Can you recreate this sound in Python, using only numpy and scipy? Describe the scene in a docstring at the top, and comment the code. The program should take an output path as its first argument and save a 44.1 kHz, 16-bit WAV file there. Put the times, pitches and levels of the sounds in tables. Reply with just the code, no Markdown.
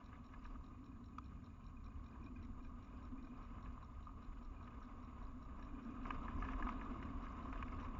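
"""A still wood at night: far rumble and the hush of the trees, heard from a camera box strapped to a trunk.
The microphone hears them through hollow plastic, as shaped noise; the swells of a gust set their levels.
Animals pad over leaf litter: scuffs are flickering noise, cracks are sprays of splinters, one dry twig rings.
The circuit adds shaped hiss, rough ticks in four parts five times a second while they run,
short whistling blips and tiny high pips."""
import sys
import numpy as np
from scipy import signal
from scipy.fft import rfft, irfft
from scipy.io import wavfile

SR = 44100
rng = np.random.default_rng(int(sys.argv[2]) if len(sys.argv) > 2 else 0)


def log_audio(samples):
    """Write samples as a 16-bit WAV file to the path given in sys.argv[1]."""
    # one column per channel
    frames = np.atleast_2d(samples).T
    # limit to full scale, then quantise
    limited = np.clip(frames, -1, 1)
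    pcm = np.round(limited * 32767).astype(np.int16)
    wavfile.write(sys.argv[1], SR, pcm)


N = 352359   # samples, about 8 s


def from_db(db):
    """Amplitude factor of a level in dB."""
    return 10 ** (np.asarray(db) / 20)


def rms_one(x):
    """Scale to an rms of 1."""
    return x / np.sqrt(np.mean(x ** 2) + 1e-20)


def coloured(spectrum):
    """Noise of rms 1, its spectrum drawn straight between points on a log frequency axis."""
    hz = np.fft.rfftfreq(N, 1 / SR) + 0.00069   # keeps the logarithm finite
    at_hz, level_db = np.transpose(spectrum)
    gain = from_db(np.interp(np.log(hz), np.log(at_hz), level_db))
    return rms_one(irfft(rfft(rng.standard_normal(N)) * gain, N))


def resonate(x, hz, width_hz):
    """One two-pole resonance."""
    r = np.exp(-np.pi * width_hz / SR)
    return signal.lfilter([1, 0, -1], [1, -2 * r * np.cos(2 * np.pi * hz / SR), r * r], x)


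def drift(rate_hz):
    """Slow random wander of rms 1: noise through two equal low-pass poles, after a second to settle."""
    r = np.exp(-2 * np.pi * rate_hz / SR)
    return rms_one(signal.lfilter([1], [1, -2 * r, r * r], rng.standard_normal(N + SR))[SR:])


def band(x, low_hz, high_hz):
    """Keep one band of frequencies."""
    return signal.sosfilt(signal.butter(3, [low_hz, high_hz], "band", fs=SR, output="sos"), x)


def decay(clicks, length_s):
    """Each click starts at once and dies away exponentially."""
    return signal.lfilter([1], [1, -np.exp(-1 / (length_s * SR))], clicks + 1e-18)


def swell_and_fade(clicks, length_s):
    """Each click swells to its own height in about length_s, then fades."""
    r = np.exp(-1 / (length_s * SR))
    return signal.lfilter([np.e * (1 - r)], [1, -2 * r, r * r], clicks + 1e-18)


def housing(x):
    """Resonances and cancellations of the box as one minimum-phase response, so nothing sounds early."""
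    # Resonances of the plastic box. Each row: frequency in Hz, width in Hz, level in dB.
    resonances = [(414, 340, -6.5), (685, 240, -5.5), (1024.6, 180, 0.5), (1099, 92, 2), (1220, 160, 2),
                  (1454, 530, -13), (1780, 200, -21.5), (2167, 530, -18.5), (2486, 290, -20),
                  (2842, 530, -22), (3510, 590, -30), (3800, 230, -32), (4880, 890, -40), (6230, 2000, -42),
                  (7100, 400, -35.5)]
    # Cancellations in the box. Each row: frequency in Hz, width in Hz, gain in dB.
    cancellations = [(1385, 50, -8), (1830, 50, -6), (2350, 40, -6), (3200, 50, -22), (6400, 200, -8)]
    size = 2 ** 13
    hz = np.fft.rfftfreq(size, 1 / SR)
    power = sum(from_db(2 * db) / (1 + (2 * (hz - f) / w) ** 2) ** 2 for f, w, db in resonances)
    log_gain = np.log(power) / 2
    for f, w, db in cancellations:
        log_gain = log_gain + np.log(from_db(db)) / (1 + (2 * (hz - f) / w) ** 2)
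    # Folding the cepstrum onto its first half gives minimum phase.
    cepstrum = irfft(log_gain)
    cepstrum[1:size // 2] *= 2
    cepstrum[size // 2 + 1:] = 0
    response = irfft(np.exp(rfft(cepstrum)))[:size // 2]
    return signal.fftconvolve(x, response)[:len(x)]


def treble(x):
    """The part above the main housing resonance."""
    return signal.sosfilt(signal.butter(4, 1450, "high", fs=SR, output="sos"), x)


def in_time(rows):
    """Join timed rows by straight lines; one curve for each column after the time."""
    s, *columns = np.transpose(rows)
    return [np.interp(np.arange(N) / SR, s, c) for c in columns]


def rumble(deep_db, upper_db):
    """Far low noise in a deep and an upper band, each with its own level in time."""
    # Spectrum of the far rumble. Each row: frequency in Hz, relative level in dB per Hz.
    spectrum = [(7.1, -27.5), (12, -2.5), (27, -1), (74, 0), (119, -10), (167, -13.5), (253, -11.5),
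                (273, -15), (312, -31.5), (420, -30), (550, -56), (920, -120)]
    low = coloured(spectrum)
    deep = from_db(deep_db) * rms_one(band(low, 16, 44))
    upper = from_db(upper_db) * rms_one(band(low, 55, 910))
    return deep + upper


def box_hum(hum_db):
    """The air inside the box rings: noise passed twice through one resonance, its level wavering."""
    hz, width_hz = 246.4, 62.3   # width of each pass
    air = resonate(resonate(rng.standard_normal(N), hz, width_hz), hz, width_hz)
    return from_db(hum_db + 1.3 * drift(4.1)) * rms_one(air)


def hush(hush_db):
    """The broad hush of the trees: flickering white noise heard through the housing."""
    share = 1.286   # amplitude factor: the hush is wider than the main housing resonance
    return from_db(hush_db + 1.8 * drift(21)) * rms_one(housing(rng.standard_normal(N))) * share


def rustle_level(gust_db):
    """A steady stir of leaves plus a quick swell and fade for every scuff, in dB."""
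    # Paws scuff through the litter. Each row: peak time in seconds, level in dB, fade constant in seconds.
    scuffs = [(0.15, -70, .025), (0.339, -70, .015), (0.452, -69, .02), (0.579, -77, .07),
              (2.432, -74.5, .07), (4.341, -75.5, .07), (4.836, -73.5, .07), (5.871, -75.5, .08),
              (6.081, -66.5, .07), (6.45, -63.5, .08), (6.7, -64.5, .08), (7.032, -71, .06),
              (7.28, -68.5, .08), (7.561, -66.5, .08), (7.79, -66, .08)]
    stir_db, gust_share = -80, .7   # stir in still air; share of the gust's swing it follows
    rise_share = .8   # the swell is this share of the fade
    t = np.arange(N) / SR
    power = from_db(stir_db + gust_share * gust_db) ** 2
    for s, level_db, length_s in scuffs:
        since_peak = np.maximum((s - t) / rise_share, t - s)
        power = power + (from_db(level_db) * np.exp(-since_peak / length_s)) ** 2
    return 10 * np.log10(power)


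def rustle(rustle_db):
    """Leaves scuff in soft grains; each band of the scuff also flickers on its own."""
    edges_hz = [1400, 1850, 2350, 3200, 4400, 6400]
    loudest_db = 9   # ceiling of the flicker
    white = housing(rng.standard_normal(N))
    together_db = 6.0 * drift(24)
    bands = []
    for low_hz, high_hz in zip(edges_hz, edges_hz[1:]):
        flicker_db = np.minimum(together_db + 4.9 * drift(30), loudest_db)
        bands.append(band(white, low_hz, high_hz) * from_db(flicker_db))
    return from_db(rustle_db) * rms_one(sum(bands))


def crackle(rustle_db):
    """Tiny leaf edges break at random, each in a treble band of its own, in step with the rustle."""
    grains_per_s, length_s = 30, .003   # grains in each band; decay constant
    under_rustle_db = -18.5
    edges_hz, out = [3300, 4300, 5400, 6400, 7300], 0
    for low_hz, high_hz in zip(edges_hz, edges_hz[1:]):
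        clicks = (rng.random(N) < grains_per_s / SR) * from_db(rng.uniform(-6, 6, N))
        out = out + band(decay(clicks, length_s) * rng.standard_normal(N), low_hz, high_hz)
    return from_db(rustle_db + under_rustle_db) * rms_one(out)


def hiss():
    """The circuit's own steady noise, shaped by its spectrum."""
    # Spectrum of the hiss. Each row: frequency in Hz, relative level in dB per Hz.
    spectrum = [(1940, -33.5), (3300, -11), (3820, -3.5), (4230, -6), (4500, -8.5), (5490, -10),
                (6340, -10), (6900, 1.5), (7280, -11.5), (9460, -50), (16000, -120)]
    return from_db(-90.5) * coloured(spectrum)


def ticks(uneven_db=1.3, slip_s=.002):
    """Bursts of current noise through a few steep resonances; the later parts of a burst slip in time."""
    # Runs of circuit ticks. Each row: first tick in seconds, end in seconds.
    runs = [(0.041, 2.3), (2.4261, 7.9)]
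    # Resonances of a tick. Each row: frequency in Hz, width of each pass in Hz, level in dB.
    resonances = [(3880, 420, 0), (5500, 300, -6), (7050, 400, -16), (2900, 900, -10)]
    # Parts of one tick. Each row: delay in seconds, level in dB, decay constant in seconds.
    parts = [(0, -72, 0.0044), (.010, -85, 0.013), (0.021, -73.5, 0.004), (.042, -82, .004)]
    every_s, fade_db_per_s = 0.2, 0.53
    starts = np.concatenate([np.arange(a, b, every_s) for a, b in runs])
    slips = rng.normal(0, slip_s, (len(starts), len(parts)))
    out = 0
    for hz, width_hz, level_db in resonances:
        shape = 0
        for (delay, part_db, length_s), slip in zip(parts, slips.T):
            clicks = np.zeros(N)
            at = ((starts + delay + slip * (delay > 0)) * SR).astype(int)
            tick_db = part_db + level_db - fade_db_per_s * starts + rng.normal(0, uneven_db, len(at))
            clicks[at] = from_db(tick_db)
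            shape = shape + decay(clicks, length_s)
        white = rng.standard_normal(N)
        pair = np.array([white, shape * white])
        steady, burst = resonate(resonate(pair, hz, width_hz), hz, width_hz)
        out = out + burst / steady.std()   # the steady noise sets the scale
    return out


def small_cracks(rustle_db):
    """Small cracks scattered by chance in step with the rustle: rows of seconds, level and brightness in dB."""
    count, over_rustle_db, bright_db = 22, 13, -1
    share, where = np.cumsum(from_db(2 * rustle_db)), rng.random(count)
    at = np.searchsorted(share, where * share[-1])
    spread = rng.uniform(-1, 1, (count, 2))
    levels_db = rustle_db[at] + over_rustle_db + 2.5 * spread[:, 0]
    return list(zip(at / SR, levels_db, bright_db + 4.0 * spread[:, 1]))


def cracks(rustle_db, splinter_s=0.0042, soft_hz=3300, count=500):
    """Each crack is a spray of splinters a few milliseconds long, dulled by the damp litter."""
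    # Twigs and leaves under the paws. Each row: start in seconds, level in dB, brightness in dB.
    paw_cracks = [(0.1275, -51.5, -4), (0.1535, -62.5, 5), (0.336, -51.5, -2.5), (0.4514, -49.5, -4),
                  (0.554, -48.5, -35), (3.5815, -48, -18), (3.6576, -60, 3.5), (3.7752, -50, -30),
                  (3.8264, -47.5, -30), (4.0689, -45.5, -30), (4.0914, -49.5, -28), (4.6752, -53.5, -2.5),
                  (4.815, -50.5, -27), (5.5939, -55.5, -7), (5.6241, -56.5, 2), (6.0533, -40.5, -5.5),
                  (6.105, -32.5, -4.5), (6.2804, -41.5, -4.5), (6.4233, -39, -4), (6.4517, -55, 7),
                  (6.486, -39, -5), (6.5326, -43, -2), (6.6236, -42, 2.5), (6.6682, -35.5, -9.5),
                  (6.6882, -33.5, -8.5), (6.8119, -51.5, 4), (6.8337, -49, -7.5), (6.999, -54, -3),
                  (7.0264, -46.5, -1.5), (7.265, -49.5, -0.5), (7.5273, -41, -3.5), (7.5602, -54, -7),
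                  (7.625, -37.5, -2.5), (7.6819, -53.5, 3.5), (7.7228, -48, -4), (7.85, -53, 0)]
    twig_hz, twig_width_hz = 1700, 90   # dry twigs ring here
    rows = paw_cracks + small_cracks(rustle_db)
    out = np.zeros(N + count)
    t = np.arange(count) / SR
    envelope = np.clip(t / 0.00023, 0, 1) * np.exp(-t / splinter_s)
    spray = rng.standard_normal((len(rows), count)) * envelope
    soft = signal.sosfilt(signal.butter(2, [700, soft_hz], "band", fs=SR, output="sos"), spray)
    tail = np.zeros(2 * count)   # room to ring out
    for (s, level_db, bright_db), burst, raw in zip(rows, soft, spray):
        boxed = housing(np.r_[burst, tail])
        bright = treble(boxed)
        bright = bright + from_db(-25.5) * resonate(bright, twig_hz, twig_width_hz)
        bright = bright + from_db(6.5) * band(boxed, 1900, 3600)   # dry leaves are crisp
        dull = signal.lfilter(*signal.butter(1, [850, 1450], "band", fs=SR), boxed)
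        spark = band(np.r_[raw, tail], 3300, 7300)   # bypasses the housing
        sound = dull / np.abs(dull).max()
        sound = sound + from_db(bright_db + 3.0) * bright / np.abs(bright).max()
        sound = sound + from_db(bright_db - 25.5) * spark / np.abs(spark).max()
        i = round(s * SR)
        out[i:i + len(sound)] += from_db(level_db - 1.5) * sound[:len(out) - i]
    return out[:N]


def pips():
    """Very short high tones from the circuit, each with a quick swell and fade."""
    # Tiny pips. Each row: start in seconds, peak of the swell in dB.
    rows = [(0.3919, -74), (2.1111, -79), (2.3699, -78), (2.9721, -75), (3.2459, -78), (3.3767, -75),
            (5.2674, -74), (7.2644, -85), (7.4369, -78), (7.7199, -72)]
    pip_hz, length_s = 4890, 0.0011
    s, peak_db = np.transpose(rows)
    clicks = np.zeros(N)
    clicks[(s * SR).astype(int)] = from_db(peak_db)
    return swell_and_fade(clicks, length_s) * np.sin(2 * np.pi * pip_hz * np.arange(N) / SR)


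def blip_times(count=12):
    """Within a run the blips follow each other at uneven gaps; those past its end are silenced."""
    # Runs of whistling blips. Each row: first blip in seconds, end in seconds, level in dB.
    runs = [(0.652, 0.92, -74.5), (1.131, 1.4, -73.5), (1.497, 1.93, -71.5), (2.059, 2.41, -65.5),
            (2.603, 2.73, -68.5), (2.843, 3.05, -71.5), (3.178, 3.44, -67), (4.189, 4.26, -71),
            (4.563, 4.58, -64), (5.685, 5.99, -69)]
    every_s = .07   # mean gap
    first, until, run_db = np.transpose(runs)[:, :, None]
    gaps = every_s * rng.uniform(.4, 1.6, (len(first), count))
    s = first + np.cumsum(gaps, axis=1) - gaps[:, :1]
    level_db = np.where(s < until, run_db + rng.uniform(-5, 2, s.shape), -200)
    return s.ravel(), level_db.ravel()


def blips(length_s=0.0038, waver_hz=25, again_s=0.027, again_db=-3):
    """Thin wavering tones of some twenty milliseconds; each stutters once more, so that they run together."""
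    # Tones of a blip. Each row: centre frequency in Hz, level in dB.
    tones = [(2438, -1), (1585, -3.5)]
    s, blip_db = blip_times()
    stutter = again_s * rng.uniform(0.49, 1.68, len(s))
    out = 0
    for hz, tone_db in tones:
        level_db = blip_db + tone_db
        clicks = np.zeros(N)
        clicks[(s * SR).astype(int)] = from_db(level_db + rng.normal(0, 2.6, len(s)))
        again = ((s + stutter) * SR).astype(int)
        clicks[again] = from_db(level_db + again_db + rng.normal(0, 1.5, len(s)))
        phase = 2 * np.pi * np.cumsum(hz + waver_hz * drift(30)) / SR
        out = out + swell_and_fade(clicks, length_s) * np.sin(phase)
    return out


def snap(break_s=.0025):
    """One dry twig breaks for a few milliseconds: its ring swells, then dies; a bright spray goes with it."""
    # Ringing modes of the twig. Each row: frequency in Hz, level in dB, time to fall by 60 dB in seconds.
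    modes = [(1215, -4, 0.019), (1004, -14, 0.031), (2420, -20.5, 0.0048), (3370, -31, 0.023)]
    start_s, snap_db, spray_db = 1.1827, -33, -34.5   # the spray's level is relative to the snap
    t = np.arange(N) / SR - start_s
    spray = rms_one(band(rng.standard_normal(N), 2600, 6200))
    out = from_db(snap_db + spray_db) * spray * (t > 0) * (t < 2 * break_s)
    for hz, level_db, t60 in modes:
        swell = np.clip(t / break_s, 0, 1) * from_db(-60 * np.clip(t - break_s, 0, 1) / t60)
        out += from_db(snap_db + level_db) * swell * np.sin(2 * np.pi * hz * t + np.pi)
    return out


def scene():
    """The wood as heard inside the box, plus the circuit; a gust moves the levels of the wood."""
    # The wood swells as a gust comes up. Each row: time in seconds, hush of the trees in dB before its
    # share and waver, hum in the box in dB before its waver, upper far rumble in dB before its waver.
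    gust = [(0, -68, -65, -59.5), (0.5, -67.5, -60, -59.5), (0.85, -71, -61, -58.5),
            (1.55, -71.5, -65, -56.5), (2.2, -68, -58.5, -55.5), (2.85, -67.5, -60.5, -57.5),
            (3.2, -67.5, -55.5, -60), (3.65, -65, -62, -57), (4.1, -67.5, -65.5, -58),
            (4.6, -66.5, -62, -60), (5.4, -65.5, -62, -56.5), (5.9, -64, -55, -55),
            (6.15, -57.5, -55.5, -55), (6.45, -57, -53, -53), (6.65, -56.5, -48, -55), (7.1, -59, -55, -52),
            (7.4, -59.5, -54.5, -55), (7.99, -57.5, -55.5, -53.5)]
    hush_db, hum_db, upper_db = in_time(gust)
    gust_db = hush_db + 68   # above the hush of still air
    deep_db = -57 + 0.71 * gust_db + 2.5 * drift(1.5)   # still air, share of the gust, chance
    upper_db = upper_db + 1.33 * drift(2.4)
    rustle_db = rustle_level(gust_db)
    distance = rumble(deep_db, upper_db) + box_hum(hum_db) + hush(hush_db)
    litter = rustle(rustle_db) + crackle(rustle_db) + cracks(rustle_db) + snap()
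    circuit = hiss() + ticks() + pips() + blips()
    return (distance + litter + circuit)[None]


def record(dry):
    """The top is cut by two steep low-passes; a trace of the converter's flat rounding noise is added."""
    cutoff_hz, rounding_db = 7434, -101
    cut = signal.sosfilt(signal.cheby2(16, 12, cutoff_hz, fs=SR, output="sos"), dry)
    cut = signal.sosfilt(signal.ellip(8, .5, 60, cutoff_hz, fs=SR, output="sos"), cut)
    return cut + from_db(rounding_db) * rng.standard_normal(dry.shape)


dry = scene()
out = record(dry)
log_audio(out)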